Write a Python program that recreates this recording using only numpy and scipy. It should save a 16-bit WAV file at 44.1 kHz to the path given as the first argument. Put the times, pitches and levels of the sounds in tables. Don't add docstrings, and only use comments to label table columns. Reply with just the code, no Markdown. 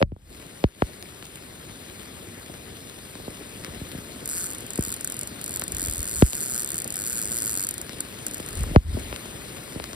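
import sys
import numpy as np
from scipy import signal
from scipy.fft import rfft, irfft, next_fast_len
from scipy.io import wavfile
from scipy.ndimage import uniform_filter1d, map_coordinates

SR = 44100
rng = np.random.default_rng(int(sys.argv[2]) if len(sys.argv) > 2 else 0)


def store_wav(level_fs):
    pcm = np.round(np.clip(np.atleast_2d(level_fs), -1, 1) * 32767)
    wavfile.write(sys.argv[1], SR, pcm.T.astype(np.int16))


N = 438780


def amp(db):
    return 10 ** (np.asarray(db) / 20)


def unit(x):
    return x / np.sqrt(np.mean(x ** 2) + 1e-20)


def along(points, hz):
    f, v = np.transpose(points)
    return np.interp(np.log(hz + 1), np.log(f + 1), v)


def wobble(rate):
    knots = rng.standard_normal(int(N * rate / SR) + 4)
    return map_coordinates(knots, [np.arange(N) * rate / SR])


def filtered(x, response):
    m = next_fast_len(N + SR // 2)
    return irfft(rfft(x, m) * response(np.fft.rfftfreq(m, 1 / SR)), m)[..., :N]


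# [f/Hz, correlation 0-1]
STEREO_LIKENESS = [(60, 1), (400, 0.826), (720, 0.136), (1300, 0.444), (1900, 0.543), (2350, 0.233),
                   (3000, 1), (3750, 0.17), (4500, 0.975), (5600, 1), (6500, 1), (16000, 1)]


def stereo(pair, gain):
    def mid_side_gains(hz):
        turn = np.arccos(np.clip(along(STEREO_LIKENESS, hz), -1, 1)) / 2
        return gain(hz) * [np.cos(turn), np.sin(turn)]

    mid, side = filtered(pair, mid_side_gains)
    return np.array([mid + side, mid - side])


def patter(spectrum, patchy_db, drops_hz, drop_db, spread_db, drop_s):
    bins = signal.stft(rng.standard_normal((2, N)), nperseg=256)[2]
    patches = uniform_filter1d(rng.standard_normal(bins.shape[1:]), size=5, axis=0)
    patches = unit(uniform_filter1d(patches, size=12, axis=1))
    far = signal.istft(bins * amp(patchy_db * patches), nperseg=256)[1][:, :N]
    chance = rng.random((2, N))
    strength = amp(drop_db - spread_db * np.log(1 - chance[1]))
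    near = (chance[0] < drops_hz / SR) * strength
    near = signal.lfilter([1], [1, -np.exp(-1 / (drop_s * SR))], near)
    return unit(stereo(far * (1 + near), lambda hz: amp(along(spectrum, hz))))


# [t/s, level/dB]
RAIN_LEVEL = [(0, -45.5), (1.8, -43), (3.5, -42), (4.3, -40.5), (6.1, -40), (6.6, -41), (7.35, -40.5),
              (8.6, -38.5), (9.95, -39.5)]
# [f/Hz, relative level/dB per Hz]
DRUMMING_COLOUR = [(30, -4.5), (60, -2.5), (150, -0.5), (350, -1.5), (620, -4.5), (900, -14), (2000, -56)]
# [f/Hz, relative level/dB per Hz]
HISS_COLOUR = [(200, -37.5), (600, -5), (1000, -2.5), (2000, -1.5), (4000, -1.5), (5500, -11), (7500, -6.5),
               (11000, -7), (14000, -14), (16000, -22.5)]


def rain():
    drumming = patter(DRUMMING_COLOUR, patchy_db=0.91, drops_hz=25.5, drop_db=-9, spread_db=4.5, drop_s=0.0058)
    hiss = patter(HISS_COLOUR, patchy_db=1.5, drops_hz=60.34, drop_db=-4.5, spread_db=3, drop_s=0.001135)
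    swell_db = .5 * wobble(3)
    drumming_db = -1.11 + swell_db + 0.15 * wobble(12)
    level_db = np.interp(np.arange(N) / SR, *np.transpose(RAIN_LEVEL))
    return amp(level_db) * (amp(drumming_db) * drumming + amp(swell_db / 2) * hiss)


# [t/s, peak level/dB, time to fall by 20 dB/s]
PUFFS = [(.03, -27, 0.1136), (.3, -47, 0.23), (5.77, -36, 0.14), (5.88, -35, 0.0138), (5.98, -28.5, 0.0434),
         (6.1, -39, 0.08), (6.2, -31.5, 0.0949), (8.605, -27.5, 0.1144), (8.652, -27.5, 0.11),
         (8.74, -33, 0.04), (8.9, -32.5, .15), (8.95, -24.5, 0.0781), (9.1, -21.5, 0.0147),
         (9.27, -41.5, 0.02)]
# [f/Hz, relative level/dB per Hz]
BUFFET_COLOUR = [(15, -45), (40, 7.5), (75, 2.5), (150, -11.5), (350, -30), (800, -50.5), (2500, -120)]


def wind():
    t = np.arange(N) / SR
    level = sum(amp(db - 20 * np.abs(t - s) / fall_s) for s, db, fall_s in PUFFS)
    lumps = amp(3.5 * wobble(30))
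    noise = stereo(rng.standard_normal((2, N)), lambda hz: amp(along(BUFFET_COLOUR, hz)))
    return level * unit(lumps * noise)


def pushes(rows, spray_db, spray_hz):
    out, t = np.zeros((2, N + SR)), np.arange(SR // 20) / SR
    low_pass = signal.butter(4, spray_hz, fs=SR)
    for s, push_db, contact_ms, rebound, tick_db in rows:
        u = t / (contact_ms / 1000)
        bump = (u / 2) ** 2 * np.exp(2 - u)
        push = amp(push_db) * bump * (1 - np.clip(rebound, 0, 1) * u / 3)
        v = u / .25
        shared = rng.standard_normal(len(t))
        spray = shared + 0.64 * rng.standard_normal((2, len(t)))
        spray = amp(spray_db - 60 * t / 0.00232) * spray
        tick = amp(tick_db) * (v * np.exp(1 - v) + signal.lfilter(*low_pass, spray))
        out[:, round(s * SR):][:, :len(t)] += push + tick
    return out[:, :N]


# [t/s, push level before rebound/dB, contact time scale/ms, rebound 0-1, tick level/dB]
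KNOCKS = [(1.026, -40.5, 0.064, .8, -14.5), (1.226, -36.5, 0.185, .8, -20), (1.254, -45, 0.054, .8, -18),
          (2.54, -35.5, 0.215, .8, -21.5), (3.154, -18, 0.185, 1, -20), (3.647, -36, 0.095, 1, -11.5),
          (3.813, -14, 0.634, 0.9, -55), (3.917, -40.5, 0.051, 0.7, -14), (3.948, -14.5, 0.49, 1, -45),
          (3.981, -19, 0.5, 0.73, -45), (4.787, -1.5, 0.524, 1, -60), (4.871, -22, 0.435, 0.47, -39.5),
          (5.62, -31, 0.104, 0.82, -9.5), (6.332, -39.5, 0.0696, 0.84, -6), (6.413, -40, .25, 0.78, -40.5),
          (7.894, -35.5, 0.163, 0.78, -14.5), (8.399, -18.5, 0.386, 1, -16.5),
          (8.638, -11.5, 0.124, 1, -26), (8.71, -14.5, 0.5, 0.5, -41), (8.945, -14, 0.88, 0.23, -45.5),
          (9.162, -30, 0.106, .8, -12), (9.256, -21, 0.23, 0.7, -18), (9.359, -30.5, 0.2, 0.8, -40.5),
          (9.678, -45, 0.038, .8, -21), (9.841, -34, 0.146, 1, -10), (9.932, -34.5, 0.144, 0.98, -16.5)]


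def knocks():
    return pushes(KNOCKS, spray_db=-6, spray_hz=7230)


# [t/s, push level before rebound/dB, contact time scale/ms, rebound 0-1, tick level/dB], before the muffling
BLOWS = [(.015, -4.5, 0.15, 0.34, -12), (.0262, -8, 0.377, 0.39, 3.5), (.119, -18, 0.53, 0.42, -35.5),
         (.163, -30.5, 0.176, 0.2, -44.5), (.64, 1.5, 0.225, 0.16, -2), (.821, 2.5, 0.1083, 0.07, -27.5),
         (3.199, -20.5, 0.255, 0.55, -43.5), (3.279, -11.5, 0.327, 0.88, -45),
         (6.2225, 7.5, 0.391, 0.46, 3), (8.7605, 2.5, 0.923, 0.97, 7.5), (9.127, -39.5, 0.308, 0.49, -10.5),
         (9.758, -12.5, 0.5, 1, -28.5), (9.799, -37.5, 0.274, 0.65, -10.5)]
# [t/s, level before build-up and decay/dB], before the muffling
TONES = [(.004, -16), (.015, -6), (.629, -32), (8.749, -15.5)]
# (f/Hz, time to fall by 60 dB/s)
TONE_PITCH_DECAY = (571, 0.0415)


def blows():
    tones, t = np.zeros(N + SR), np.arange(SR // 10) / SR
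    hz, t60 = TONE_PITCH_DECAY
    for s, db in TONES:
        build_up = 1 - np.exp(-t / 0.00136)
        tones[round(s * SR):][:len(t)] += amp(db - 60 * t / t60) * build_up * np.sin(2 * np.pi * hz * t)
    thumps = pushes(BLOWS, spray_db=-16, spray_hz=3600)
    muffle_hz = 5590
    return filtered(thumps + tones[:N], lambda f: 1 / (1 + (f / muffle_hz) ** 6))


# [t/s, depth/dB]
DIPS = [(0.033, 27), (.647, 10), (.824, 0), (6.226, 3), (8.763, 11.5)]


def dips():
    t = np.arange(N) / SR
    hold_s, climb_db_per_s = 0.091, 121
    each_db = [(t > s) * np.clip(db - climb_db_per_s * (t - s - hold_s), 0, db) for s, db in DIPS]
    return amp(-uniform_filter1d(np.max(each_db, axis=0), size=180))


def teeth(pull):
    when, passed, db = np.transpose(pull)
    tooth = np.arange(round(passed[-1]) + 1)
    chance = rng.standard_normal((len(tooth), 2))
    tooth_s = np.interp(tooth, passed, when) + 0.000273 * chance[:, 0]
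    tooth_db = np.interp(tooth, passed, db) + 2.435 * chance[:, 1]
    return np.transpose([tooth_s, tooth_db])


# [t/s, relative click level/dB]
TICKS = [(4.2571, -21.5), (4.2755, -21), (4.5478, -28), (4.5559, -33), (4.583, -27), (4.606, -30.5),
         (4.6647, -27), (4.7048, -24), (4.7337, -27), (4.757, -23.5), (4.94, -23), (4.9636, -26),
         (5.009, -22), (5.0454, -17), (5.0739, -19.5), (5.0992, -24.5), (5.1211, -21), (5.1423, -26),
         (5.1667, -24), (5.1909, -22), (5.2116, -20), (5.2317, -22.5), (5.2732, -23.5), (5.4132, -25.5),
         (5.441, -21), (5.461, -23.5), (5.6136, -22.5), (5.6377, -20), (5.6794, -23), (5.7199, -19.5),
         (5.7475, -23), (5.7673, -20.5), (5.7828, -20.5), (6.8011, -23), (6.819, -19), (6.8432, -20),
         (6.8764, -22), (6.9037, -20.5), (6.9234, -24), (6.9406, -24.5), (7.7093, -20.5), (7.74, -23),
         (7.7796, -22), (7.8144, -21.5), (8.0047, -16.5), (8.2656, -16.5), (8.2822, -27), (8.3109, -25.5),
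         (8.3358, -26), (8.3439, -23), (8.3694, -30), (8.3803, -27.5), (8.4014, -28), (8.4619, -29.5),
         (8.4869, -24.5), (8.5063, -31), (8.529, -28), (8.553, -25.5), (8.5724, -28), (8.591, -27.5),
         (8.6072, -28), (8.633, -25)]
# [t/s, teeth that have passed the spring, relative click level/dB]
PULLS = [
    [(4.2858, -0.5, -23.5), (4.3124, 3, -24.5), (4.3565, 10, -24.5), (4.4522, 27, -26.5),
     (4.4709, 30.5, -29.5), (4.5065, 35.5, -27.5), (4.5322, 38, -29)],
    [(4.7766, 0, -21.5), (4.8241, 3, -24), (4.862, 6, -24.5), (4.8964, 9.5, -25), (4.9243, 11.5, -23.5)],
    [(5.4787, 0, -23.5), (5.5075, 2, -24), (5.5808, 9, -23.5), (5.5953, 9, -20.5)],
    [(5.7957, 0, -21), (5.8703, 7, -20.5), (5.924, 11, -20.5), (5.991, 17, -22.5), (6.0675, 23, -24),
     (6.161, 33.5, -22.5), (6.2186, 42, -21.5), (6.2811, 50.5, -25), (6.3762, 64.5, -25.5),
     (6.444, 75, -23.5), (6.5361, 87, -21.5), (6.6239, 97.5, -22), (6.7183, 104, -21), (6.7863, 109.5, -24)],
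    [(6.9559, 0, -22.5), (6.989, 3, -22.5), (7.0531, 9.5, -21.5), (7.1293, 19, -22.5), (7.2154, 29, -21),
     (7.2837, 36, -24.5), (7.4022, 50, -21.5), (7.4769, 58, -21), (7.5296, 64, -20), (7.5682, 67.5, -20),
     (7.647, 75, -19.5), (7.6884, 77, -17)],
]
# [f/Hz, width/Hz, relative level/dB]
CLICKER_RESONANCES = [(1477, 278, -6.5), (4423, 230, -5.5), (4827, 325, -8), (7222, 839, 3),
                      (8783, 1228, -0.5), (10160, 874, 1), (12100, 930, 0), (15840, 810, -18)]


def clicker():
    when, click_db = np.vstack([TICKS] + [teeth(pull) for pull in PULLS]).T
    snaps = np.zeros(N)
    snaps[np.round(when * SR).astype(int)] = amp(click_db)
    t = np.arange(SR // 40) / SR
    decay = amp(-60 * t / 0.006357) + 0.0984 * amp(-60 * t / 0.0342)
    rattle = (1 - np.exp(-t / 0.0005415)) ** 2 * decay

    def ring(f):
        total = 0
        for k, (centre, width, db) in enumerate(CLICKER_RESONANCES):
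            peak = 1j * f * width / (centre * centre - f * f + 1j * f * width)
            total = total + (-1) ** k * amp(db) * peak
        return np.abs(total)

    noise = signal.fftconvolve(snaps, rattle)[:N] * rng.standard_normal((2, N))
    return amp(16.5) * stereo(noise, ring)


def sides(x, right):
    f, gain_db, lead = np.transpose(right)

    def response(hz):
        right_gain = amp(np.interp(hz, f, gain_db)) * np.exp(1j * np.interp(hz, f, lead))
        return [hz ** 0, right_gain]

    return filtered(x, response)


# [f/Hz, level/dB, phase lead/rad]
RIGHT_AIR = [(0, -1, 0.5), (309.6, 0, 0), (662, -10.5, -2), (750, -17, 3.5), (1042, -6, 1.03),
             (1570, -6, 1), (2154, -10.5, 0.43), (2644, -17, -3), (3086, -8, -2), (3820, -17.5, -4),
             (4320, -8.5, 1.02), (5082, 0, 1), (5570, -12.5, 1), (6353.5, -0.5, 2.5), (16473, 0, 16)]
# [f/Hz, level/dB, phase lead/rad]
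RIGHT_HOUSING = [(0, .3, .5), (300, 0, .6), (600, 0, 1.4), (1000, -5, 1.7), (1400, -9, 3), (2500, -13, 5),
                 (4500, -9, 7), (6200, 0, 9), (16300, 0, 22)]


def scene():
    air = dips() * (rain() + clicker()) + wind() + knocks()
    return sides(air, RIGHT_AIR) + sides(blows(), RIGHT_HOUSING)


def record(dry):
    def response(hz):
        late = np.exp(-2j * np.pi * (1.16 * np.log((hz + 22) / SR) - 0.07))
        low_cut = -hz ** 2 / (58 ** 2 - hz ** 2 + 1j * hz * 45)
        fade = amp(np.interp(hz, [15700, 16000], [0, -22]))
        top_hz = 16900
        return late * low_cut * fade * (hz < top_hz)

    return filtered(dry, response)


dry = scene()
out = record(dry)
store_wav(out)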